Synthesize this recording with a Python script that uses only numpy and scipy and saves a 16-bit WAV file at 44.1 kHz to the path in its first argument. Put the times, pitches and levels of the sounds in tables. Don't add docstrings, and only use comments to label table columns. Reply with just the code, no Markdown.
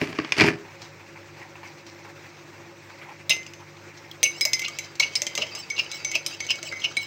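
import sys
import numpy as np
from scipy import signal
from scipy.io import wavfile
from scipy.ndimage import uniform_filter1d

SR = 44100
rng = np.random.default_rng(int(sys.argv[2]) if len(sys.argv) > 2 else 0)


def dump(signal):
    limited = np.clip(np.atleast_2d(signal).T, -1, 1)
    pcm = np.round(limited * 32767).astype(np.int16)
    wavfile.write(sys.argv[1], SR, pcm)


def ratio(d):
    e = np.asarray(d, float) / 20
    return 10 ** e


N = 311610


def evened(x):
    return x / np.sqrt(np.mean(x ** 2) + 1e-20)


def read(points, hz):
    f, value = np.transpose(points)
    return np.interp(np.log(hz + 1), np.log(f + 1), value)


def curves(rows):
    s, *columns = np.transpose(rows)
    t = np.arange(N) / SR
    opening_s = t - s[0] + 0.02 * (s[0] < 0.1)
    closing_s = s[-1] + 0.01 - t
    gate = np.clip(np.minimum(opening_s, closing_s) / 0.01, 0, 1)
    return gate, *(np.interp(t, s, c) for c in columns)


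def add(mix, s, sound):
    part = mix[round(s * SR):][:len(sound)]
    part += sound[:len(part)]


def colour(x, spectrum):
    hz = np.linspace(0, SR / 2, 257)
    gain = ratio(2 * np.maximum(read(spectrum, hz), -45))
    taps = signal.minimum_phase(signal.firwin2(511, hz, gain, fs=SR))
    return signal.oaconvolve(x, taps / np.linalg.norm(taps))[:len(x)]


def resonate(x, hz, width_hz):
    turn = np.exp(2j * np.pi * np.cumsum(hz * np.ones(len(x))) / SR)
    r = np.exp(-np.pi * width_hz / SR)
    return 2 * (turn * signal.lfilter([1 - r], [1, -r], x / turn)).real


def resonate_twice(x, hz, width_hz):
    return resonate(resonate(x, hz, width_hz), hz, width_hz)


def grit(per_s, spread_db):
    size = ratio(spread_db * np.minimum(rng.exponential(1, N), 4))
    return evened(size * rng.standard_normal(N) * (rng.random(N) < per_s / SR))


def flicker(per_s, depth_db):
    length = int(SR / per_s)
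    smooth = uniform_filter1d(uniform_filter1d(rng.standard_normal(N), length), length)
    return ratio(depth_db * evened(smooth))


def patchy(x, depth_db):
    z = signal.stft(x, nperseg=256)[2]
    noise = rng.standard_normal(z.shape[::-1]).T
    patches = evened(uniform_filter1d(uniform_filter1d(noise, 3, 0), 8, 1))
    return signal.istft(z * ratio(depth_db * patches), nperseg=256)[1][:N]


def ring(modes):
    t = np.arange(SR // 2) / SR
    tones = sum(ratio(db - 60 * t / t60) * np.sin(2 * np.pi * hz * t) for hz, db, t60 in modes)
    return tones * (1 - np.exp(-t / 0.00018))


def struck(blows, shapes, gain_db, wobble_db):
    kept_db = -11.5
    t, blows, out = np.arange(N) / SR, np.array(blows), np.zeros(N)
    last = np.maximum(np.searchsorted(blows[:, 0], t) - 1, 0)
    before = np.maximum(last - 1, 0)
    age, old_age = t - blows[last, 0], t - blows[before, 0]
    swell = np.exp(-1 / (0.0018 * SR))
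    for k, modes in enumerate(shapes):
        wobble = flicker(150, wobble_db) * flicker(60, 2.1)
        new_db, old_db = blows[last, 2 + k] + gain_db, blows[before, 2 + k] + gain_db + kept_db
        for hz, db, t60 in modes:
            level = ratio(new_db + db - 60 * np.abs(age) / t60) * (age > 0)
            level += ratio(old_db + db - 60 * np.abs(old_age) / t60) * (last > 0)
            level = signal.lfilter([1 - swell], [1, -swell], level)
            detune = 1 + 0.0012 * rng.standard_normal(len(blows))[last]
            out += wobble * level * np.sin(2 * np.pi * hz * np.cumsum(detune) / SR)
    return out


def cracks(blows, dullness, sharp_s, tail_s, tail_db, snap=0):
    t, out = np.arange(3000) / SR, np.zeros(N)
    decay = np.exp(-t / sharp_s) + ratio(tail_db) * np.exp(-t / tail_s)
    noises = rng.standard_normal((len(blows), len(t)))
    for row, dull, noise in zip(blows, dullness, noises):
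        tilted = evened(signal.lfilter([1], [1, -np.clip(dull, -0.9, 0.95)], noise))
        add(out, row[0], ratio(1.96 * row[1] + 2.0) * snap * np.exp(-t * SR / 2))
        add(out, row[0], ratio(row[1]) * tilted * decay)
    return out


# f/Hz, level/dB
AIR = [(30, -38), (62, -76), (95, 1.5), (220, -12), (345, -5.5), (600, -10.5), (1400, -11), (2300, -9.5),
       (2650, -11.5), (3000, -19.5), (6000, -20), (8000, -28.5), (10000, -47.5), (15000, -33)]
# f/Hz, width/Hz, level/dB
HUM = [(341.6, 35, -61.5), (553, 25, -59)]
# multiple of 50.13 Hz, level/dB
MAINS = [(2, -59), (3, -59), (6, -72), (7, -63)]
# multiple of 48.57 Hz, level/dB
MOTOR = [(2, -69), (3, -67), (4, -69), (6, -70), (7, -57)]


def kitchen():
    frames, hz = N // 256 + 5, np.fft.rfftfreq(1024, 1 / SR)
    a, b, patches = rng.standard_normal((frames, 513, 3)).T
    patch_db = 1.6 * evened(uniform_filter1d(uniform_filter1d(patches, 14, 0), 5, 1))
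    z = (a + 1j * b) * ratio(read(AIR, hz)[:, None] + patch_db)
    air = signal.istft(z, nperseg=1024, noverlap=768)[1][:N]
    air *= flicker(40, 1.3)
    hum = np.zeros(N)
    for f, width_hz, db in HUM:
        hum += ratio(db) * evened(resonate_twice(rng.standard_normal(N), f, width_hz))
    t = np.arange(N) / SR
    for base_hz, orders in (50.13, MAINS), (48.57, MOTOR):
        waver = flicker(6, 1.2)
        for k, db in orders:
            phase = 2 * np.pi * (k * base_hz * t + rng.random())
            hum += np.sqrt(2) * ratio(db) * waver * np.sin(phase)
    return ratio(-49) * evened(air) + hum


# t/s, crack/dB, body/dB, dullness 0-1
KNOCKS = [(0.015, -13, -10.5, 1), (0.128, -22, -14, 0.99), (0.1875, -14, -12, 1), (0.199, -20, -20, 1),
          (0.247, -19, -19, 0.98), (0.322, -5, -21.5, 0.31), (0.367, -19, -13, 0.4), (0.383, -5, -6.5, 0.2),
          (0.399, -7.5, -14, 0.85), (0.408, -3, -20, 0.66), (0.4134, -7, -2.5, 1), (0.42, -12.5, -5.5, 0.9),
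          (0.443, -17, -4, 0.7), (0.4786, -15.5, -12, 0.95), (0.4858, -11.5, -5.5, 1)]
# t/s, force/dB, looseness/dB
SLIDE = [(0.0, -35.5, -13), (0.02, -27, 0), (0.07, -36, -3), (0.31, -60, 14), (0.362, -38.5, -0.5),
         (0.385, -22.5, -0.5), (0.415, -16, 1), (0.445, -23.5, 1), (0.485, -26.5, -1.5), (0.56, -59, 14),
         (0.62, -62, -8)]
# f/Hz, width/Hz, level/dB
BOARD = [(112.5, 3.1, -11.5), (161.5, 12, -0.5), (235.5, 15, -8), (268.5, 17, 4.5), (299.8, 27, 3),
         (325, 24, 5.5), (405.6, 9.8, 0), (446, 13, -8), (520, 12, -35), (624.5, 23, -10), (870, 50, -31),
         (1030, 22, -22)]
# f/Hz, level/dB
RATTLE = [(290, -25), (500, -18), (753, -6.5), (859, -20.5), (1070, -2), (1170, -10), (1840, -2.5),
          (2430, 1), (3770, -11), (4900, -7), (9740, -33), (15100, -80), (16500, -51)]


def board():
    gate, force_db, loose_db = curves(SLIDE)
    chatter = gate * grit(3000, 1.7) * flicker(120, 2.8)
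    push = gate * ratio(force_db) * rng.standard_normal(N) * flicker(59, 3.5)
    body = np.zeros(N)
    for hz, width_hz, db in BOARD:
        body += ratio(db + 1) * resonate(push, hz, width_hz) * np.sqrt(100 / width_hz)
    rough = colour(chatter, RATTLE)
    dull = signal.lfilter(*signal.butter(3, 3300, fs=SR), rough)
    slide = ratio(force_db + loose_db) * (dull + ratio(-3.5) * (rough - dull))
    dullness = 2 * np.array(KNOCKS)[:, 3] - 1
    crack = ratio(-6.5) * colour(cracks(KNOCKS, dullness, 0.0026, 0.034, -18.5), RATTLE)
    modes = [(hz, db - 13, 1.86 / width_hz) for hz, width_hz, db in BOARD]
    boom = struck(KNOCKS, [modes], -8.0, wobble_db=3.5)
    return body + slide + corners() + crack + boom


# t/s, level/dB, f/Hz, t60/s
CORNERS = [(0.3217, -6.5, 2480, 0.012), (0.3217, -12, 5110, 0.01), (0.3217, -15, 3260, 0.0091),
           (0.385, -22, 2400, .03), (0.3992, -5.5, 1660, 0.011), (0.4083, -8.5, 2430, .025),
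           (0.4133, -7, 2380, .03), (0.4195, -10, 2330, 0.027), (0.4782, -10.5, 2350, 0.017),
           (0.4852, -12.5, 1750, .018), (0.4858, -18, 2480, 0.013), (0.444, -17, 883, 0.034),
           (0.384, -19, 404, .06), (0.412, -10, 273, 0.056), (0.4194, -10.5, 323, .05),
           (0.43, -16, 160.6, 0.39), (0.483, -13, 341, 0.042), (0.1875, -23.5, 1126, 0.035)]


def corners():
    t, out = np.arange(2500) / SR, np.zeros(N)
    for s, db, hz, t60 in CORNERS:
        ping = ratio(db - 60 * t / t60) * np.sin(2 * np.pi * hz * t)
        add(out, s, ping * (1 - np.exp(-t / 0.0001)))
    return out


# t/s, level/dB, fine crackle re coarse brush/dB
RUSTLE = [(0.6512, -35, -8), (0.683, -33, -24), (0.7081, -37, -5), (0.7844, -61, -1), (0.8196, -33, 7),
          (0.8513, -46, -15), (0.9445, -67, -9), (0.9959, -33, -18), (1.1062, -45, -18),
          (1.156, -30.5, -31), (1.3671, -33, -6), (1.417, -27, -21), (1.5157, -42, -1), (1.555, -29.5, -18),
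          (1.6325, -25, -20), (1.6749, -41, 7), (1.7806, -39, 0), (1.866, -34, 8), (1.9473, -48, 7),
          (1.988, -34, -2), (2.048, -27.5, -29), (2.1613, -49, -14), (2.195, -35, 0), (2.291, -43, 4),
          (2.3703, -42, -2), (2.5215, -40, -15), (2.5783, -36, -22), (2.6477, -42, -17),
          (2.8986, -27.5, -7.5), (3.015, -24.5, -29), (3.0897, -29, -18),
          (3.6027, -31.5, -18), (3.7224, -56, -17), (3.7693, -38, -2), (3.8834, -64, -10),
               (3.9729, -39.5, 7.5), (4.047, -29, -19), (4.1774, -62, -10)]
# f/Hz, level/dB
CLOTH = [(500, -55), (850, 10), (1300, -2), (2300, 6.5), (3000, -7.5), (5000, -31.5)]
# f/Hz, level/dB
HISS = [(600, -1), (1500, 3), (3500, 4.5), (4100, 12), (4500, 7), (5300, 11.5), (6000, 9), (7500, -2.5),
        (9000, -12), (12000, -72), (15000, -11), (15700, -7), (16000, -58)]


def rustle():
    crackle = evened(patchy(colour(grit(6000, 1.2) * flicker(45, 2.0), HISS), 3.0))
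    brush = evened(patchy(colour(grit(6000, 1.5), CLOTH), 3.0))
    out = ratio(-68.5) * (crackle + ratio(9) * brush * flicker(31.0, 2.2))
    rise_s, fall_s = 0.0016, 0.027
    t = np.arange(-800, 5000) / SR
    touch = np.exp(-np.where(t < 0, -t / rise_s, (t / fall_s) ** 0.78))
    for s, db, fine_db in RUSTLE:
        start = round((s + t[0]) * SR)
        near = slice(start, start + len(t))
        out[near] += ratio(db - 16) * touch * (ratio(fine_db) * crackle[near] + brush[near])
    return out


# t/s, level/dB, f/Hz
SLIPS = [(3.2943, -13, 3800), (3.3017, -24, 3770), (3.307, -9.5, 2720), (3.3075, -15, 3730),
         (3.315, -10, 2796), (3.324, -16, 2940), (3.335, -23, 2660), (3.3663, -34, 2850),
         (3.431, -37, 3000), (3.464, -31, 2780), (3.478, -35, 2660), (3.535, -39, 2870),
         (4.2443, -16, 2800), (4.254, -11.5, 2740), (4.261, -15, 2850), (4.646, -24, 2620),
         (4.649, -19, 4150), (4.66, -15.5, 2820), (5.031, -14, 2600), (5.039, -19, 2700),
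         (5.157, -9.5, 5320), (5.162, -18, 5000), (5.377, -16, 2790), (5.4186, -23, 2600),
         (5.427, -26, 2730), (5.435, -21, 2890), (5.715, -33, 4160), (5.765, -26, 4080), (5.789, -13, 2823),
         (5.7944, -9, 2812), (5.794, -18, 5270), (5.795, -24, 4170), (5.803, -15, 2775), (5.863, -26, 2940),
         (5.931, -27, 4050), (6.145, -17, 2930), (6.1535, -10.5, 2560), (6.162, -11, 2630),
         (6.497, -13, 2870), (6.5046, -12, 2910), (6.516, -10, 2865), (6.674, -25, 2570), (6.69, -26, 4700),
         (6.819, -24, 3240), (6.8405, -22, 2920), (6.849, -12, 3000), (6.857, -11.5, 2877)]


def slips():
    t60_s, gain_db = 0.03, -2.5
    t, out = np.arange(2500) / SR, np.zeros(N)
    for (s, db, hz), (gap, turn) in zip(SLIPS, rng.random((len(SLIPS), 2))):
        tone = np.sin(2 * np.pi * hz * t)
        tone += 0.46 * np.sin(2 * np.pi * (hz * (0.82 + 0.1 * gap) * t + turn))
        tone += ratio(-13.5) * (hz < 3500) * np.sin(2 * np.pi * 1.8 * hz * t)
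        add(out, s, ratio(db + gain_db - 60 * t / t60_s) * tone * (1 - np.exp(-t / 0.00052)))
    return out


def by_place(blows, lobes):
    s, first_db, ring_db, place_deg, hard_db = np.transpose(blows)
    fed = []
    for m, turn_deg, share in lobes:
        motion = abs(np.cos(np.radians(m * place_deg - turn_deg))) + 0.03
        fed.append(ring_db + share * hard_db + 20 * np.log10(motion))
    return np.transpose([s, first_db, *fed])


# t/s, tick/dB, ring/dB, place from handle/deg, hardness fed to finer shapes/dB
FALL = [
    (3.2956, -10.5, -22.5, 143, -7),
    (3.3035, -6, -20, 88, -10.5),
    (3.3663, -12.5, -34.5, 110, -8),
    (3.431, -22.5, -51, 160, -4),
    (3.4654, -22, -52, 140, -7),
    (3.5359, -20.5, -64, 105, 10.5),
]
FIRST_TURNS = [(4.114, -29, -66, 73.0, 14), (4.2302, -0.5, -28, 46, -6), (4.237, -3, -24, 46, 7.5),
               (4.41, -2, -24.5, 74.5, 12), (4.4523, -0.5, -25, 77, 10), (4.533, -2.5, -18, 85, -1),
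               (4.594, -9, -20, 91, -13), (4.6183, -13.5, -31.5, 110, -2), (4.683, -15, -41, 140, -17),
               (4.7874, -8.5, -32, 170.0, 9), (4.955, -25, -67, 53, 17), (4.999, -3.5, -22.5, 27, 0),
               (5.005, -7.5, -27, 44, 2), (5.1544, -6.5, -29.0, 74.0, 11), (5.219, -4.5, -33, 88, -12),
               (5.267, -3.5, -26.5, 4.1, -4.5), (5.3527, -8.5, -28.5, 92, -6),
               (5.377, -7.5, -33.5, 79, 6.5)]
STEADY_TURNS = [(5.4268, -15, -30, 79.6, -3), (5.4674, -21, -43, 164, -6),
                (5.5508, -16.5, -40.5, 163.8, 20), (5.7012, -17.5, -28, 58, 0), (5.9155, -13, -39, 65.4, 4),
                (6.0473, -11, -28, 54, 6.5), (6.1154, -13.5, -29.5, 157.3, -4),
                (6.1528, -7.5, -39, 125, 16), (6.2632, -7, -40.5, 34.5, 16),
                (6.4041, -12, -28.5, 111.6, 2.5), (6.4665, -18.5, -49, 104, 11),
                (6.5057, -10, -32.5, 32, 10.5), (6.5564, -20.5, -55, 28.6, 14),
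                (6.629, -14, -43.5, 114, 10), (6.714, -32, -36, 125, -24), (6.7233, -12.5, -25, 176.4, -14),
                (6.802, -27, -47.5, 103, 12), (6.841, -17, -34, 50.6, 0), (6.9688, -7, -26.5, 127.4, -3.5)]
# f/Hz, level/dB, t60/s
WALL = [
    [(2068, -7, 0.2)],
    [(2229, 4.5, 0.22), (2256, -8, 0.15)],
    [(5110, -1, 0.09), (5060, -13, 0.1), (4940, -8, 0.037)],
    [(6153, -0.6, 0.165), (6250, -13, 0.13)],
]
# f/Hz, level/dB, t60/s
FREE_WALL = [
    [(2068, -2, 0.26)],
    [(2300, -8, 0.12), (2229, -8, .25), (2659, -10, .1), (2993, -9, .14)],
    [(5120, 6, 0.22), (4860, -11, .15)],
    [(6130, -7, 0.35), (6280, 1, 0.27), (6400, -12, 0.17)],
]
WALL_LOBES = [(2, 0, 0), (2, 90, 0), (3, 60, 1), (4, 30, 1)]
# t/s, sizzle/dB, ring/dB, place along spoon/deg, hardness/dB
SPOON_BLOWS = [(3.2945, -8, -27.5, 117.0, 23.5), (4.1135, -27, -56, 90, -4), (4.2303, -6, -11, 7.1, -1.5),
               (4.41, -11, -26.5, 123.0, 23), (4.451, -10, -42, 170, 7.0), (4.5316, -21, -23, 21, -30),
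               (4.787, -52.0, -23, 120, -24), (4.9983, -32, -9, 150, -43), (5.1522, -43.0, -24.5, 69, 0),
               (5.2666, -28, -14, 179.0, -33), (5.3757, -45.0, -12.5, 146, -51),
               (5.5505, -55.0, -37, 124.0, 6), (5.9145, -42, -29, 124.0, -3), (6.262, -39, -19.5, 190, -1),
               (6.967, -38, -17.5, 114, -4)]
# f/Hz, level/dB, t60/s
SPOON = [
    [(3170, 0.031, 0.013)],
    [(3990, -7.5, 0.2), (4010, -11, 0.027)],
    [(8580, 1, 0.042)],
    [(10160, -11.5, 0.017), (11400, -25.5, 0.13)],
]
SPOON_LOBES = [(1, 0, 0), (2, 90, .3), (3, 90, .8), (4, 45, 1)]


def clinks():
    wobble_db = 2.1
    free = struck(by_place(FALL, WALL_LOBES), FREE_WALL, 1.0, wobble_db / 2)
    wall = struck(by_place(FIRST_TURNS + STEADY_TURNS, WALL_LOBES), WALL, 1.9, wobble_db)
    spoon = struck(by_place(SPOON_BLOWS, SPOON_LOBES), SPOON, -2.1, wobble_db)
    return free + wall + spoon


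# f/Hz, level/dB
TICK = [(70, -45), (180, -19), (300, -19.5), (682, -16.5), (1500, -26), (2100, -2.5), (3530, -5.5),
        (5100, -2.5), (6340, 2), (7890, -7), (8580, -15), (9810, -24), (14900, -15.5), (16500, -37)]


def ticks():
    blows = FALL + FIRST_TURNS + STEADY_TURNS
    _, tick_db, _, _, hard_db = np.transpose(blows)
    dullness = 0.55 - hard_db / 90 - (tick_db + 12) / 35
    dullness = dullness + 0.54 * np.tanh(rng.standard_normal(len(blows)))
    contact = colour(cracks(blows, dullness, 0.00052, 0.0062, -7, snap=1.3), TICK)
    sizzle = cracks(SPOON_BLOWS, np.zeros(len(SPOON_BLOWS)), 0.0019, 0.0098, -30)
    band = signal.butter(3, (12500, 16000), "band", fs=SR, output="sos")
    return ratio(-12.5) * contact + ratio(-11.5) * signal.sosfilt(band, sizzle)


# t/s, level/dB, f/Hz
SLAPS = [(3.295, -28, 165), (3.297, -25, 620), (4.234, -19, 570), (4.456, -17.5, 598), (4.682, -23, 1187),
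         (5.002, -24, 576), (5.221, -20, 568), (5.376, -18.5, 550), (5.429, -18.5, 610),
         (6.155, -19.5, 624), (6.633, -27, 610), (6.723, -26, 1560)]


def slaps():
    t, out = np.arange(2500) / SR, np.zeros(N)
    for s, db, hz in SLAPS:
        plop = ratio(db - 9.5 - 60 * t / 0.051) * np.sin(2 * np.pi * hz * (t + 2.0 * t ** 2))
        add(out, s, plop * (1 - np.exp(-t / 0.0013)))
    return out


# t/s, pressure/dB, place -1 middle to 1 wall
SCRAPE = [(4.0, -91, .1), (4.29, -44.5, 0.55), (4.43, -43, 1), (4.64, -43, -0.3), (4.9, -42, 0.55),
          (4.97, -70, -0.35), (5.06, -36, 0.1), (5.2, -41, 0.33), (5.42, -43.5, -0.88), (5.58, -38, 0.46),
          (5.68, -48.5, 0.28), (5.8, -38.5, 0.33), (6.01, -42.5, 0.93), (6.26, -40.5, -0.11),
          (6.6, -43.5, 0.22), (6.78, -43.5, 1), (7.07, -45, -0.53)]
# t/s, level/dB, hollow f/Hz
DIGS = [(4.263, -25, 2680), (4.651, -23, 2710), (5.036, -18, 2730), (5.424, -20.5, 2830),
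        (5.796, -21.5, 2800), (6.159, -18.5, 2630), (6.513, -18, 2850), (6.849, -19, 2870)]
# t/s, level/dB, hollow f/Hz, fall/s
CHATTERS = [(3.297, -20, 3750, .014), (3.2975, -37, 640, .02), (3.308, -18, 2700, .018),
            (4.1135, -33, 3200, .0035), (4.453, -38, 900, .012), (4.9985, -14, 4090, .0045),
            (5.002, -33, 800, .015), (5.379, -35, 1200, .008), (5.385, -32, 427, .023),
            (6.154, -38, 1000, .012), (6.7255, -34, 1460, .007)]


def scrape():
    place_db, hollow_db, hiss_db, wall_db = 12.5, -16, -11.5, -17
    gate, press_db, place = curves(SCRAPE)
    rub = gate * grit(5000, 3.2) * flicker(68, 3.5)
    hollow = ratio(hollow_db - place_db * place) * evened(resonate_twice(rub, 3120, 300))
    walls = evened(signal.oaconvolve(rub, ring(sum(WALL, []) + SPOON[1]))[:N])
    walls = ratio(wall_db + place_db * place) * walls
    hiss = ratio(hiss_db) * evened(patchy(colour(rub, HISS), 5.0))
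    out = ratio(press_db) * (hollow + hiss + walls)

    t = np.arange(-2000, 5000) / SR
    surges = [(*row, 0.011, 0.0058) for row in DIGS]  # rise/s, fall/s
    surges += [(s, db, hz, 0.0008, fall_s) for s, db, hz, fall_s in CHATTERS]
    noises = rng.standard_normal((len(surges), len(t)))
    for (s, db, hz, rise_s, fall_s), noise in zip(surges, noises):
        envelope = np.exp(-np.where(t < 0, -t / rise_s, (np.abs(t) / fall_s) ** 1.03))
        press = noise * np.abs(noise) * envelope
        tone = resonate_twice(press, hz, 430)
        tone += ratio(-12.0) * resonate(press, 1.2 * hz, 115)
        tone += ratio(-44.0) * resonate(press, 2.1 * hz, 120)
        tone += ratio(-26.5) * colour(press, HISS)
        add(out, s + t[0], ratio(db + 5) * tone / np.abs(tone).max())
    return out


def slosh():
    gate, press_db, _ = curves(SCRAPE)
    t, out = np.arange(1500) / SR, np.zeros(N)
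    laps, size = grit(400, 2.0), rng.integers(0, 10, N)
    for k, hz in enumerate(np.geomspace(380, 1900, num=10)):
        lap = np.sin(2 * np.pi * hz * (t + 6 * t ** 2)) * np.exp(-t * hz / 5)
        lap *= 1 - np.exp(-t / 0.0023)
        out += signal.oaconvolve(laps * (size == k), lap / np.linalg.norm(lap))[:N]
    return gate * ratio(press_db - 13) * evened(out)


# start/s, length/s, level/dB, steepest tilt after start/s
GLIDES = [(4.323, 0.086, -47, 0.088), (4.59, 0.032, -51, 0.031), (4.733, 0.035, -49, 0.14),
          (5.154, 0.024, -34, 0.011), (5.498, 0.025, -40, 0.083), (5.561, 0.051, -39, 0.037),
          (5.62, 0.034, -43, -0.073), (5.868, 0.056, -48, 0.09), (5.921, 0.15, -42, 0.037),
          (6.297, 0.046, -37.5, 0.066), (6.644, 0.062, -36, 0.0215), (6.997, 0.048, -38, 0.02)]
# multiple of pitch, width/Hz, level/dB
BOWL = [(.55, 265, -7), (.78, 300, -15.5), (0.998, 220, -6), (1.42, 500, -12.5), (2.85, 1220, -19)]


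def glide():
    flat_hz, tilted_hz, tilt_s = 4700, 5410, 0.024
    rub, t = grit(8000, 1.5) * flicker(60, 2.2), np.arange(N) / SR
    moving, press_db, _ = curves(SCRAPE)
    tilt, level = 0.12 * flicker(15, 5), moving * ratio(press_db - 9)
    for start, length, db, steepest in GLIDES:
        gate = np.clip(np.minimum(t - start, start + length + 0.01 - t) / 0.02, 0, 1)
        tilt += (gate > 0) * np.exp(-((t - start - steepest) / tilt_s) ** 2)
        level += gate * ratio(db)
    hz = flat_hz + (tilted_hz - flat_hz) * tilt
    song = np.zeros(N)
    for k, width_hz, db in BOWL:
        song += ratio(db) * tilt ** max(k - 1, 0) * evened(resonate_twice(rub, k * hz, width_hz))
    return patchy(level * song, 3)


# f/Hz, t60/s
ROOM = [(200, 0.42), (1000, 0.39), (3000, 0.16), (8000, 0.2), (16000, 0.24)]


def room(x):
    taps = np.zeros(SR // 2)
    at = np.arange(120, SR // 2 - 20, 20)
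    taps[at + rng.integers(0, 20, len(at))] = rng.choice([-1., 1.], len(at))
    hz, t, z = signal.stft(taps, SR, nperseg=256)
    tail = signal.istft(z * ratio(-60 * t / read(ROOM, hz)[:, None]), SR, nperseg=256)[1]
    return signal.oaconvolve(x, tail / np.linalg.norm(tail))[:N]


def scene():
    tick, wood = ticks(), board()
    mug = clinks() + scrape() + glide() + slaps() + slips() + slosh()
    echo = room(ratio(-9.0) * (mug + tick) + ratio(-12.5) * wood)
    soft = mug + wood + echo + kitchen() + rustle()
    edge = signal.ellip(8, 0.5, 60, 15800, fs=SR, output="sos")
    return (tick + signal.sosfilt(edge, soft))[None]


def roll_off(x):
    return signal.sosfilt(signal.butter(12, 16970, fs=SR, output="sos"), x)


def record(dry):
    dry = signal.sosfilt(signal.butter(3, 62, "high", fs=SR, output="sos"), dry)
    return roll_off(1.246 * np.tanh(dry / 1.166))


dry = scene()
out = record(dry)
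dump(out)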